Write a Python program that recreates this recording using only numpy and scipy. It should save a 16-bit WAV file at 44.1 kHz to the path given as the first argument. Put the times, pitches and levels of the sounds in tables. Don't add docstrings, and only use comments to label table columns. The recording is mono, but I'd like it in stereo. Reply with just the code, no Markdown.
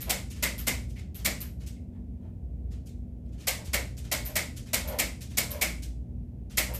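import sys
import numpy as np
from scipy import signal
from scipy.fft import rfft, irfft
from scipy.io import wavfile

SR = 44100
rng = np.random.default_rng(int(sys.argv[2]) if len(sys.argv) > 2 else 0)


def put_to_file(sound):
    columns = np.atleast_2d(sound).T
    safe = np.clip(columns, -1, 1)
    whole_steps = np.round(safe * 32767)
    wavfile.write(sys.argv[1], SR, whole_steps.astype(np.int16))


N = 299439

# pitch_hz, level_db
AIR_SPECTRUM = [(22, -42.5), (31, -29.5), (40, -13.5), (52, -3), (80, -0.5), (105, -8), (165, -11),
                (260, -16), (380, -26), (680, -35.5), (1200, -57.5), (2400, -55), (4000, -63.5),
                (14500, -64)]
# pitch_hz, level_db
MOTOR_TONES = [(59.3, -43), (120, -49.5), (192, -57.5), (240, -53.5)]
# pitch_hz, difference_db
AIR_BALANCE_TABLE = [(40, 1), (60, -8.5), (130, -1), (380, -3), (700, -10.5), (2000, -0.5)]
# pitch_hz, phase_radians
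AIR_LEAD = [(60, 0.84), (125, 0.97), (400, 0.24), (1000, 0.13)]
# delay_s, left_db, right_db
EARLY_ECHOES = [(.0053, -12, -8), (.0067, -6, -14), (.0102, -11, 1.5), (.0131, -13, -1.5), (.0162, -8, -15),
                (.0215, -13, -8), (.033, -16, -13)]
# pitch_hz, t60_s
ROOM_DECAY = [(250, 0.7), (600, 0.35), (2100, 0.32), (5500, 0.35), (9000, 0.34), (14500, 0.25)]
# middle_s, length_s, level_db
CLOTH_RUBS = [(0.074, 0.038, -39.5), (1.942, 0.088, -64), (2.241, 0.14, -64), (3.598, 0.1, -51),
              (4.282, 0.089, -48.5), (4.907, 0.21, -40), (5.532, .2, -44), (6.697, 0.096, -43)]
# pitch_hz, level_db
RUB_SPECTRUM = [(50, -37.5), (200, -16.5), (420, -6), (590, 7.5), (750, -5.5), (930, 0.5), (1200, -11),
                (2400, -13.5), (5000, -28.5), (12000, -32)]
# start_s, level_db
GRIP_KNOCKS = [(0.307, -45), (0.958, -39.5), (1.755, -54.5)]
# pitch_hz, width_hz, level_db
BARREL_RINGS = [(586, 70, -6.5), (1980, 200, -3.5), (2100, 140, -1), (2200, 130, 1.5), (2310, 200, -9.5),
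                (2640, 140, -7.5)]
# start_s, level_db
GRIP_SHIFTS = [(0.955, -44), (1.596, -46), (2.706, -47.5), (3.25, -62), (3.32, -53.5), (3.376, -50.5)]
# start_s, level_db
HANDLE_RELEASES = [(0.301, -36), (0.891, -46.5), (1.6631, -37), (2.857, -45), (3.645, -38.5), (3.9692, -37),
                   (4.561, -34.5), (5.208, -33.5), (5.823, -34.5)]
# pitch_hz, level_db
RATTLE_SPECTRUM = [(50, -39), (300, -8), (1200, -6), (2500, 1), (4000, -1), (7500, -0.5), (10000, -5.5),
                   (15000, -8)]
# start_s, level_db
CATCH_TICKS = [(0.0074, -26), (0.5807, -26.5), (1.1459, -32), (1.406, -26), (4.2524, -25), (4.8763, -26.5),
               (5.5068, -25.5), (6.739, -24.5)]
# pitch_hz, level_db
CATCH_SPECTRUM = [(500, -23.5), (2000, -12), (6000, -15.5), (10000, -14), (11500, -7), (12900, 2),
                  (14000, -9.5), (15000, -16)]
# start_s, level_db, barrel_ring_db, back_thud_db
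HAMMER_BLOWS = [(-0.14, -16, 2.5, -1), (0.0975, -14.5, -2, 1), (0.4279, -14, 0.5, -1.5),
                (0.6715, -14.5, 0, 4), (1.2503, -14, -1, 3.5), (3.473, -14, -0.5, -12.5),
                (3.7349, -15.5, 2.5, -5.5), (4.1172, -15.5, -3.5, -4), (4.3573, -14, 0.5, -2),
                (4.734, -13.5, -1, -4.5), (4.989, -13, 2, -1), (5.3743, -12.5, -3.5, -1.5),
                (5.615, -12.5, 2.5, 2), (6.5746, -11, -0.5, -1.5)]
# pitch_hz, level_db
CRACK_SPECTRUM = [(40, -39), (160, -12), (400, -14), (600, -2), (950, -8), (1500, -8), (3200, -2.5),
                  (5000, -1), (6300, -2), (7600, 2), (9000, -0.5), (11000, -1.5), (12800, 2.5), (14700, 5)]

AIR_DB = -39.5
TOP_HZ = 14650
USUAL_DB, USUAL_BRIGHT_DB, BRIGHT_PER_DB = -12.5, -2.5, 0.77
SQUEEZE_LEAD_S, SQUEEZE_DB, SQUEEZE_HALF_T60_S, SQUEEZE_BRIGHT_DB = 0.076, -41, 0.078, -4
RELEASE_HALF_T60_S, RELEASE_BRIGHT_DB = 0.032, 4
SHIFT_HALF_T60_S, SHIFT_BRIGHT_DB = 0.08, -4

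SIZE, LEAD = 8192, 256
T = (np.arange(SIZE) - LEAD) / SR
HZ = np.arange(SIZE // 2 + 1) * SR / SIZE
LEFT_RIGHT = np.array([[1], [-1]])


def undb(db):
    return 10 ** (np.asarray(db) / 20)


def read(table, hz):
    f, value = np.transpose(table)
    return np.interp(np.log(np.maximum(hz, 1)), np.log(np.maximum(f, 1)), value)


def bins(size):
    return np.arange(size // 2 + 1) * SR / size


def unit(x):
    return x / np.sqrt(np.sum(x ** 2))


def colour(x, db):
    size = len(x)
    cepstrum = irfft(np.log(undb(db)), size)
    cepstrum[1:size // 2] *= 2
    cepstrum[size // 2 + 1:] = 0
    return irfft(rfft(x) * np.exp(rfft(cepstrum)), size)


def tilt(db):
    return db * np.log2(np.maximum(HZ, 1000) / 4000) / 2


def fade(t, t60):
    return (t >= 0) * np.exp(-np.log(1000) * np.maximum(t, 0) / t60)


def snap(envelope):
    force = rfft(envelope * rng.standard_normal(SIZE))
    flat = irfft(force / (np.abs(force) + 1e-12), SIZE)
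    return flat * np.minimum(1, 20 * envelope)


def add(out, s, x):
    start = int(round(s * SR))
    a, b = max(start, 0), min(start + x.shape[1], N)
    out[:, a:b] += x[:, a - start:b - start]


def stereo_noise(mid, side, alike):
    return mid * np.sqrt(1 + alike) + LEFT_RIGHT * side * np.sqrt(1 - alike)


def ventilation(duct_hz=59, duct_width_hz=7, duct_db=3, apart_hz=520, hum_pan_db=-4, waver=0.56):
    hz, t = bins(N), np.arange(N) / SR
    boom_db = duct_db / (1 + ((hz - duct_hz) / duct_width_hz) ** 2)
    gain = undb(read(AIR_SPECTRUM, hz) + boom_db)
    mid, side = rfft(rng.standard_normal((2, N))) * gain
    ears = stereo_noise(mid, side, 1 / (1 + (hz / apart_hz) ** 2))
    balance = undb(LEFT_RIGHT * read(AIR_BALANCE_TABLE, hz) / 2)
    phase = np.exp(.5j * LEFT_RIGHT * read(AIR_LEAD, hz))
    air = irfft(ears * balance * phase, N)
    air *= undb(AIR_DB) / np.std(air.mean(0))
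    for tone_hz, db in MOTOR_TONES:
        drift = irfft(rfft(rng.standard_normal((2, N))) * np.exp(-hz / 2), N)
        swell, lag = waver * drift / drift.std()
        angle = 2 * np.pi * tone_hz * t + 2 * lag + LEFT_RIGHT * read(AIR_LEAD, tone_hz) / 2
        peak = np.sqrt(2) * undb(db + LEFT_RIGHT * hum_pan_db / 2)
        air += peak * (1 + swell) * np.sin(angle)
    return air


def diffuse(size=16384, alike_hz=600):
    t, hz = np.arange(size) / SR, bins(size)
    mid, side = rfft(rng.standard_normal((2, size)))
    ears = stereo_noise(mid, side, 1 / (1 + (hz / alike_hz) ** 2)) / np.sqrt(2)
    centres, t60s = np.transpose(ROOM_DECAY)
    tail = np.zeros((2, size))
    for t60, share in zip(t60s, np.eye(len(centres))):
        band = irfft(ears * read(np.c_[centres, share], hz), size)
        tail += band * fade(t, t60)
    return tail


def room(x, tails, tail_db=-23, left_db=-1.35, direct_db=-1.0, direct_left_db=-7,
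         ear_lag_s=.0002, build_s=0.0028, gloss_hz=3500, dull_hz=10000):
    t = np.arange(tails.shape[2]) / SR
    mix = unit(rng.standard_normal(len(tails)))
    tail = np.tensordot(mix, tails, 1) * (1 - np.exp(-t / build_s))
    early = np.zeros_like(tail)
    early[0, int(ear_lag_s * SR)] = undb(direct_db + direct_left_db)
    early[1, 0] = undb(direct_db)
    for delay_s, *ear_db in EARLY_ECHOES:
        place = int((delay_s + .0001 * rng.standard_normal()) * SR)
        early[:, place] += undb(ear_db + rng.standard_normal(2))
    early = signal.lfilter(*signal.butter(1, gloss_hz, "high", fs=SR), early)
    tail = signal.lfilter(*signal.butter(1, dull_hz, fs=SR), tail)
    response = early + tail * undb([[tail_db + left_db], [tail_db]])
    return signal.fftconvolve(x[None], response, axes=1)


def rub(length_s):
    size = int(length_s * SR)
    x = np.pad(rng.standard_normal(size) * np.hanning(size), (0, SIZE))
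    return unit(colour(x, read(RUB_SPECTRUM, bins(len(x))))) * np.sqrt(size)


def barrel(detune=0.011, scatter_db=2.5):
    chance = rng.standard_normal((len(BARREL_RINGS), 2))
    power = 0
    for (hz, width_hz, db), (louder, sharper) in zip(BARREL_RINGS, chance):
        offset = HZ - hz * (1 + detune * sharper)
        power = power + undb(db + scatter_db * louder) ** 2 / (1 + (2 * offset / width_hz) ** 2)
    return power


def knock(contact_t60=0.031, thin_hz=3500):
    power = barrel() / (1 + (thin_hz / (HZ + 1)) ** 4)
    return unit(colour(snap(fade(T, contact_t60)), 10 * np.log10(power)))


def rattle(half_t60_s, bright_db, grain_db=5, size=64):
    grains = undb(grain_db * np.repeat(rng.exponential(size=SIZE // size), size))
    force = snap(grains * fade(T, 2 * half_t60_s))
    return unit(colour(force, read(RATTLE_SPECTRUM, HZ) + tilt(bright_db)))


def latch(contact_t60=0.0025, first_db=5, repeat_s=0.0102, scrape_db=-19, scrape_t60=0.15):
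    first = undb(first_db) * fade(T, contact_t60)
    repeat = fade(T - repeat_s, contact_t60)
    scrape = undb(scrape_db) * fade(T, scrape_t60)
    return unit(colour(snap(first + repeat + scrape), read(CATCH_SPECTRUM, HZ)))


def blow(ring_db, bright_db, thud_db, slip_s=.003, slip_db=-14, contact_t60=.0055,
         chatter_db=-23, chatter_t60=0.088, barrel_db=7, back_hz=230, back_width_hz=90):
    slip = undb(slip_db) * ((T > -slip_s) & (T < 0))
    chatter = undb(chatter_db) * fade(T, chatter_t60)
    force = snap(slip + fade(T, contact_t60) + chatter)
    crack = undb(read(CRACK_SPECTRUM, HZ) + tilt(bright_db))
    thud = undb(thud_db) / (1 + ((HZ - back_hz) / back_width_hz) ** 2)
    ring_power = undb(barrel_db + ring_db) ** 2 * barrel()
    return unit(colour(force, 10 * np.log10(crack ** 2 + thud ** 2 + ring_power)))


def scene(blow_db=20, latch_db=16, rattle_db=17, knock_db=15, rub_db=-7.5):
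    out = ventilation()
    tails = np.array([diffuse() for _ in range(6)])

    def play(s, sound, db):
        add(out, s + T[0], room(sound, tails) * undb(db))

    for middle_s, length_s, db in CLOTH_RUBS:
        add(out, middle_s - length_s / 2, room(rub(length_s), tails) * undb(db + rub_db))
    for s, db in GRIP_KNOCKS:
        play(s, knock(), db + knock_db)
    for s, db in GRIP_SHIFTS:
        play(s, rattle(SHIFT_HALF_T60_S, SHIFT_BRIGHT_DB), db + rattle_db)
    for s, db in HANDLE_RELEASES:
        play(s, rattle(RELEASE_HALF_T60_S, RELEASE_BRIGHT_DB), db + rattle_db)
    for s, db in CATCH_TICKS:
        play(s, latch(), db + latch_db)
    for s, db, ring_db, thud_db in HAMMER_BLOWS:
        squeeze = rattle(SQUEEZE_HALF_T60_S, SQUEEZE_BRIGHT_DB)
        play(s - SQUEEZE_LEAD_S, squeeze, SQUEEZE_DB + rattle_db)
        bright_db = USUAL_BRIGHT_DB + BRIGHT_PER_DB * (db - USUAL_DB)
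        play(s, blow(ring_db, bright_db, thud_db), db + blow_db)
    return out


def record(dry):
    return signal.sosfilt(signal.ellip(12, .2, 80, TOP_HZ, fs=SR, output="sos"), dry)


dry = scene()
out = record(dry)
put_to_file(out)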